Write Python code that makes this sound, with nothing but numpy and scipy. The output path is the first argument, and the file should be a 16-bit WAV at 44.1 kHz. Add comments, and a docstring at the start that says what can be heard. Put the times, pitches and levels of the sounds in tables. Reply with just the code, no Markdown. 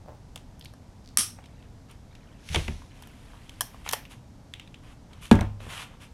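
"""Faint creaks and ticks sound in a small hard-walled room as diagonal cutters grip a zip tie on a hollow
plastic tool case. The nylon parts with a crack and the steel jaws ring. The cutters scrape down onto a
foam mat; the tie clicks out of the handle and is tossed aside, where it bounces. The case tips over on
the mat, its shell booming in many modes, and a hand slides over its lid with a hiss and lifts it."""
import sys
import numpy as np
from scipy import signal
from scipy.fft import rfft, irfft, next_fast_len
from scipy.io import wavfile
from scipy.ndimage import uniform_filter1d, minimum_filter1d

SR = 44100
rng = np.random.default_rng(int(sys.argv[2]) if len(sys.argv) > 2 else 0)


def file_out(sig):
    """Save sig as 16-bit WAV at sys.argv[1]."""
    # one column per channel
    cols = np.atleast_2d(sig).T
    # limit, then scale
    lim = np.clip(cols, -1, 1)
    pcm = np.round(lim * 32767).astype(np.int16)
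    wavfile.write(sys.argv[1], SR, pcm)


N = 270421
T = np.arange(SR) / SR  # one second of time [s]


def amp(db):
    """Amplitude ratio of a level: a factor of ten per 20 dB."""
    return 10 ** (np.asarray(db) / 20)


def unit(x):
    """Normalisation to rms 1."""
    return x / np.sqrt(np.mean(x ** 2) + 1e-20)


def along(points, hz):
    """Interpolation of (frequency [Hz], value) points on a logarithmic frequency axis."""
    f, v = np.transpose(points)
    return np.interp(np.log(hz + 1), np.log(f + 1), v)


def fade(t60):
    """Exponential damping, one second long, falling 60 dB in t60 seconds."""
    return np.exp(-np.log(1000) * T / np.maximum(t60, 1e-4))


def add(track, s, sound):
    """Superposition: a sound joins the track at s seconds."""
    part = track[max(round(s * SR), 0):][:len(sound)]
    part += sound[:len(part)]


def coloured(x, spectrum, tilt_db=0):
    """Minimum-phase filtering to a spectrum, tilted by tilt_db per octave above 500 Hz."""
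    size = 2 * next_fast_len(len(x) // 2 + 4096)
    hz = np.fft.rfftfreq(size, 1 / SR)
    gain_db = along(spectrum, hz) + tilt_db * np.log2(np.maximum(hz, 500))
    cepstrum = irfft(np.log(amp(gain_db)))
    cepstrum[1:size // 2] *= 2  # folding onto positive time makes the filter causal
    cepstrum[size // 2 + 1:] = 0
    return irfft(rfft(x, size) * np.exp(rfft(cepstrum)))[:len(x)]


def walls():
    """Room impulse response of energy 1: after 11 ms a diffuse tail, whose bass is absorbed slowest."""
    # reverberation time: (frequency [Hz], t60 [s])
    decay_times = [(100, 0.44), (500, 0.24), (2000, 0.29), (6000, 0.28), (10000, 0.21), (15000, 0.32)]
    hz, t, noise = signal.stft(rng.standard_normal(SR // 2), SR, nperseg=256)
    decay = np.exp(-np.log(1000) * t / along(decay_times, hz)[:, None])
    tail = signal.istft(noise * decay, SR, nperseg=256)[1]
    return np.pad(tail / np.linalg.norm(tail), (round(.011 * SR), 0))


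def in_room(x, wet_db):
    """Reverberation: the direct sound plus its convolution with the room's response."""
    out = amp(wet_db) * signal.fftconvolve(x, walls())
    add(out, 0, x)
    return out


def crack(spectrum, t60, wet_db, tilt_db=0):
    """Impact transient: a damped noise burst and its reverberation, filtered at constant energy."""
    envelope = fade(t60)
    burst = amp(wet_db) * np.linalg.norm(envelope) * walls()
    add(burst, 0, envelope * rng.standard_normal(SR))
    sound = coloured(burst, spectrum, tilt_db)
    return sound * np.linalg.norm(burst) / np.linalg.norm(sound)


def ring(modes, attack_s):
    """Free vibration: a sum of damped modes, at slightly new strengths for every blow."""
    tones = sum(amp(db + rng.standard_normal()) * fade(t60) * np.sin(2 * np.pi * hz * T)
                for hz, db, t60 in modes)
    return tones * (1 - fade(attack_s))


def slips(spectrum, uneven_db, tilt_db):
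    """Friction noise: one second of tiny dense slips of uneven size, rms 1."""
    sizes = amp(uneven_db * np.repeat(rng.standard_normal(SR), 24)[:SR])
    return unit(coloured(sizes * rng.standard_normal(SR), spectrum, tilt_db))


def room_tone():
    """Stationary background noise: a low rumble under faint hiss."""
    # spectrum of the quiet room: (frequency [Hz], density [dB])
    air = [(12, -49), (20, -2), (120, -2.5), (146, -7.5), (277, -11), (357, -20.5), (399, -20), (513, -21),
           (825, -22.5), (976, -23.5), (1060, -28), (2670, -37), (5680, -37), (12400, -48.5), (16000, -69)]
    return amp(-48.5) * unit(coloured(rng.standard_normal(N + SR), air)[SR:])


def creaks():
    """Stick-slip friction: sparse catches excite one resonance during a short stroke."""
    # creaks of fingers, tie and case: (midpoint [s], length [s], level [dB], resonance [Hz])
    events = [(0.088, .1, -48, 660), (1.078, .081, -60, 4800), (2.819, .03, -53, 1015),
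              (3.332, .12, -56.5, 1100), (3.867, .045, -44.5, 900), (3.868, .05, -42, 2350)]
    catches_per_s = 250
    out = np.zeros(N)
    for s, length, db, hz in events:
        catches = (rng.random(SR) < catches_per_s / SR) * rng.standard_normal(SR)
        body = [(hz * .14, -28), (hz * .66, -8), (hz, 0), (hz * 1.3, -8), (hz * 3, -28), (hz * 9, -45)]
        stroke = np.sin(np.pi * np.minimum(T / length, 1))
        add(out, s - length / 2, amp(db) * stroke * unit(coloured(catches, body)))
    return in_room(out, wet_db=-6)


def ticks():
    """Impulse excitation: each light contact sounds one broad resonance."""
    # tie in the jaws, tool on the case, strap flicking the handle, tie bouncing on the floor:
    # (time [s], level [dB], resonance [Hz])
    contacts = [(.149, -44, 686), (.611, -39.5, 4200), (.624, -44.5, 4150), (.641, -45, 4100),
                (.657, -36, 3860), (1.626, -49.5, 2860), (2.681, -26, 2280), (2.918, -48, 2690),
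                (3.036, -42, 2850), (3.745, -37, 1000), (3.9343, -21, 2050), (3.935, -20, 740),
                (4.5377, -27, 3080), (4.597, -32, 3060), (4.6754, -44, 3200), (4.7432, -36.5, 3100)]
    out = np.zeros(N)
    for s, db, hz in contacts:
        body = [(hz * .21, -32), (hz * .6, -7), (hz, 0), (hz * 1.24, -4), (hz * 1.4, -17),
                (hz * 3, -24), (16000, -39)]
        add(out, s, amp(db - 2.5) * crack(body, t60=.019, wet_db=-10.5))
    return out


def taps():
    """Hard impact: brief contact between stiff parts spreads energy over a wide band."""
    # taps and rattles of case and cutters: (time [s], level [dB], t60 [s], tilt [dB/octave])
    impacts = [(.3589, -31, 0.023, 5.5), (.376, -39.5, 0.02, 1.5), (1.44, -45.5, .028, -2),
               (1.458, -45, 0.023, 1), (2.152, -44.5, 0.032, -0.5), (2.489, -30, .018, 1.5),
               (2.546, -15.5, 0.041, -3), (2.559, -10, 0.013, -3), (2.680, -27, 0.015, -6.5),
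               (3.494, -34.5, .018, 1), (3.863, -33, .029, -5), (3.8905, -20.5, 0.0187, 3),
               (3.9125, -28, .014, 10), (3.933, -22, 0.039, -5), (4.052, -40, 0.043, -1),
               (5.132, -44, .039, .5), (5.393, -46.5, 0.018, 7), (5.3128, -12, 0.025, -0.1),
               (5.326, -28.5, 0.031, 4.5), (5.354, -34.5, .023, 4.5), (5.4095, -24, 0.011, 1.5),
               (5.603, -42, 0.022, -4)]
    # spectrum of a tap: (frequency [Hz], density [dB])
    spectrum = [(200, -14), (600, -14.5), (1000, -6.5), (1500, -10), (2300, 2), (3300, 4), (4500, -7.5),
                (6000, -9), (10000, -13.5), (15000, -33)]
    out = np.zeros(N)
    for s, db, t60, tilt_db in impacts:
        add(out, s, amp(db - 3.5) * crack(spectrum, t60, wet_db=-12.5, tilt_db=tilt_db))
    return out


def case_blows():
    """Modal response: a blow booms the hollow shell and clatters its panels; the foam adds a thud."""
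    # blows on shell and mat: (time [s], boom [dB], clatter [dB], thud [dB])
    blows = [(.360, -52, -37.5, -70), (1.186, -32.5, -41, -47.5), (1.387, -55, -40, -68),
             (2.502, -49, -57, -26), (2.547, -31.5, -24, -49), (2.563, -29.5, -23, -18.5),
             (2.684, -29.5, -37, -24), (5.315, -2, -10, -12), (5.339, -36, -32, -19),
             (5.39, -49, -23.5, -48), (5.412, -22, -22, -24.5), (5.604, -46, -38.5, -42),
             (5.666, -43, -35, -35)]
    # modes of the shell: (frequency [Hz], level [dB], t60 [s])
    shell = [(102.1, -15.5, .66), (155.8, -14.5, .18), (196.9, -5.5, 0.13), (221.6, 2.5, 0.089),
             (291, -8.5, 0.11), (327.4, -17.5, 0.15), (394, -21, .18), (512, -26, 0.067), (574, -26.5, .26),
             (744.4, -29.5, 0.27), (898, -27, 0.281), (1040, -35, 0.46), (1326, -35.5, 0.25),
             (1640, -19.5, 0.1)]
    # clatter spectrum of the stiff panels: (frequency [Hz], density [dB])
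    panels = [(120, -5), (280, -9), (450, 1), (900, -2), (1600, -9.5), (2300, -12), (4000, -31.5),
              (9000, -41)]
    # modes of the foam mat under a landing weight: (frequency [Hz], level [dB], t60 [s])
    mat = [(33, -17.5, 0.83), (52, -12.5, .43), (71.5, -3.5, .33), (82, -2, 0.22), (106.6, -8.5, 0.22),
           (151.6, -4.5, 0.17)]
    out = np.zeros(N)
    for s, boom_db, clatter_db, thud_db in blows:
        add(out, s, amp(boom_db) * in_room(ring(shell, attack_s=.017), wet_db=-14.5))
        add(out, s, amp(clatter_db - 3.5) * crack(panels, t60=.038, wet_db=-6))
        add(out, s, amp(thud_db) * ring(mat, attack_s=.045))
    return out


def tie_clicks():
    """Shock excitation: nylon teeth catch on edges and set the handle and the strap ringing."""
    # clicks against jaws and handle: (time [s], level [dB], t60 [s], tilt [dB/octave])
    clicks = [(.5944, -41.5, 0.021, 2), (.6473, -36, 0.014, -1), (.737, -39.5, .023, -5),
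              (1.912, -42, .025, -2), (3.0229, -37.5, .029, -1.5), (3.072, -38, .016, -1),
              (3.6083, -9.5, 0.015, .5), (3.6166, -17.5, .014, -2), (3.8902, -21.5, 0.025, .5),
              (3.9116, -21.5, .01, 0.5), (3.926, -18.5, .018, 6.5), (3.933, -13, .038, -1)]
    # spectrum of a click: (frequency [Hz], density [dB])
    spectrum = [(100, -21), (300, -32), (600, -5.5), (1000, 2), (1350, -7.5), (1700, -3.5), (2300, -18),
                (3200, -1), (3900, -15), (4350, -10), (4900, -7), (5500, -5.5), (7700, -8.5), (9700, -3),
                (11800, -8.5), (13000, -2.5), (14300, -13.5), (15500, -25)]
    # modes of the hollow handle: (frequency [Hz], level [dB], t60 [s])
    handle = [(894, -16, 0.031), (1748, -28, 0.11)]
    # modes of the stiff strap: (frequency [Hz], level [dB], t60 [s])
    strap = [(1740, -16.5, 0.032), (3200, -19, 0.022), (4280, -16, 0.027), (5480, -11, 0.026),
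             (5900, -19, 0.059), (8650, -21, .04), (9640, -12, 0.017), (11200, -14.5, .025)]
    out = np.zeros(N)
    for s, db, t60, tilt_db in clicks:
        add(out, s, amp(db - 7) * crack(spectrum, t60, wet_db=-12.5, tilt_db=tilt_db))
        add(out, s, amp(db - 4.5) * ring(handle, attack_s=.0032))
        add(out, s, amp(db - 6.5) * in_room(ring(strap, attack_s=.001), wet_db=-10))
    return out


def cut():
    """Fracture: the strap releases its strain at once and quivers, while the jaws clash and ring."""
    # the tie parts, then its loose end whips the handle: (time [s], level [dB], t60 [s])
    snaps = [(1.1726, 3.5, 0.0088), (1.2091, -10.5, 0.0035)]
    # spectrum of a snap: (frequency [Hz], density [dB])
    spectrum = [(300, -34.5), (600, -23.5), (950, -19.5), (1230, -5), (1500, -12.5), (2400, -10),
                (3150, -5), (3900, -9), (4800, -6.5), (5500, 2.5), (6800, -9), (8300, -0.5), (9300, 3.5),
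                (11400, 0), (12200, -16.5), (16000, -27)]
    # modes of the steel jaws: (frequency [Hz], level [dB], t60 [s])
    jaws = [(5550, -5, .3), (5700, 0.5, 0.31), (8400, 0.5, .22), (8140, 1, 0.41), (8630, -7, .2),
            (9000, -1.5, 0.29), (9730, -2.5, .2), (10800, -4, .18)]
    out = np.zeros(N)
    for s, db, t60 in snaps:
        add(out, s, amp(db - 5) * crack(spectrum, t60, wet_db=-3.5))
        quiver = crack(spectrum, t60=.06, wet_db=-5.5, tilt_db=-4)
        add(out, s, amp(db - 28.5) * quiver)
        add(out, s, amp(db - 46) * ring(jaws, attack_s=.002))
    return out


def fingers():
    """Random point excitation: each fingertip catch rings a different spot of the handle."""
    # shifts of the grip: (start [s], end [s], level [dB])
    grips = [(1.361, 1.662, -68), (2.11, 2.45, -66), (2.902, 3.14, -64), (3.18, 3.84, -66),
             (4.002, 4.15, -65)]
    catches_per_s, scatter_db = 290, 2
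    centre_hz, spread_octaves = 2270, .478
    t = T[:SR // 20]
    decay = fade(t60=.02)[:len(t)]
    out = np.zeros(N)
    for start, end, db in grips:
        rustle = np.zeros(round((end - start) * SR))
        catches = rng.standard_normal((round((end - start) * catches_per_s), 3))
        for i, (late, size, pitch) in enumerate(catches):
            hz = centre_hz * 2 ** (spread_octaves * pitch)
            tick = np.sin(2 * np.pi * hz * t) * decay
            add(rustle, (i + late) / catches_per_s, amp(scatter_db * size) * tick)
        add(out, start, amp(db) * unit(rustle))
    return in_room(out, wet_db=-15)


def hand_strokes():
    """Sliding friction: a rubbing hand hisses as it presses, and the hiss fades as it lifts."""
    # hand rubbing over the cutter handle and the case:
    # (start [s], length [s], level [dB], tilt [dB/octave])
    strokes = [(1.879, 0.032, -53.5, -2), (2.931, 1.2, -62, 0.6), (3.839, 0.075, -47.5, .3),
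               (4.092, .035, -50.5, 1), (4.818, .11, -59, -1.8), (5.09, 0.15, -61.5, -3),
               (5.206, .06, -47.5, 1.6), (5.592, 0.11, -52, -1), (5.68, 0.15, -41.5, -0.5),
               (5.842, 0.11, -58, -5.5), (5.996, 0.043, -49.5, -0.3)]
    # spectrum of the rubbing: (frequency [Hz], density [dB])
    spectrum = [(240, -57), (400, -10.5), (826, -9), (1040, -2), (1330, -4), (1510, -4.5), (1930, -5.5),
                (3120, -2.5), (4580, -14), (10700, -14.5), (12300, -20.5), (16000, -42)]
    press_s, lift_t60_s = .024, .12
    out = np.zeros(N)
    for s, length, db, tilt_db in strokes:
        press = np.minimum(T / press_s, 1)
        lift = np.exp(-np.log(1000) * np.maximum(T - length, 0) / lift_t60_s)
        add(out, s, amp(db) * press * lift * slips(spectrum, uneven_db=3, tilt_db=tilt_db))
    return in_room(out, wet_db=-9.5)


def cutter_scrape():
    """Friction under changing load: the cutters scrape harder until they land, then slide to rest."""
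    # spectrum of the cutters dragging on foam: (frequency [Hz], density [dB])
    spectrum = [(150, 0), (350, -6), (700, -11), (1200, -10.5), (2200, -4), (3800, -5.5), (5000, -11),
                (6000, -7), (7500, -16), (10500, -14.5), (16000, -43)]
    land_s, lead_s, land_db = 2.535, .5, -39
    rise_db_per_s, fall_db_per_s = 224, 76.5
    since_landing = T - lead_s
    level_db = land_db + np.minimum(rise_db_per_s * since_landing, -fall_db_per_s * since_landing)
    out = np.zeros(N)
    add(out, land_s - lead_s, amp(level_db) * slips(spectrum, uneven_db=2.5, tilt_db=1))
    return in_room(out, wet_db=-9.5)


def panel_slaps():
    """Dispersion: high bending waves travel faster, so a slap falls in pitch within milliseconds."""
    # broad panels slapping the mat: (time [s], level [dB], settled frequency [Hz], t60 [s])
    slaps = [(2.561, -27, 329, 0.14), (2.683, -32, 369, 0.068), (5.3127, -3.5, 231, 0.055),
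             (5.412, -31.5, 311, 0.15)]
    first_hz = 1750
    out = np.zeros(N)
    for s, db, settled_hz, t60 in slaps:
        hz = settled_hz + (first_hz - settled_hz) * fade(t60=.01125)
        envelope = fade(t60) * (1 - fade(t60=.0043))
        flex = envelope * np.sin(2 * np.pi * np.cumsum(hz) / SR)
        add(out, s, amp(db) * in_room(flex, wet_db=-14))
    return out


def scene():
    """Superposition: the pressures of all sources add at one microphone."""
    sources = (room_tone, creaks, ticks, taps, case_blows, tie_clicks, cut, fingers, hand_strokes,
               cutter_scrape, panel_slaps)
    return sum(source()[:N] for source in sources)[None]


def record(dry):
    """Peak and band limiting: the gain dips briefly at each high peak, then the top treble is cut."""
    ceiling, window_samples, top_hz = .93, 181, 16200
    needed = np.minimum(1, ceiling / (np.abs(dry) + 1e-9))
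    gain = uniform_filter1d(minimum_filter1d(needed, window_samples), window_samples)
    size = next_fast_len(N + SR)
    passband = np.fft.rfftfreq(size, 1 / SR) < top_hz
    return irfft(rfft(dry * gain, size) * passband, size)[:, :N]


dry = scene()
out = record(dry)
file_out(out)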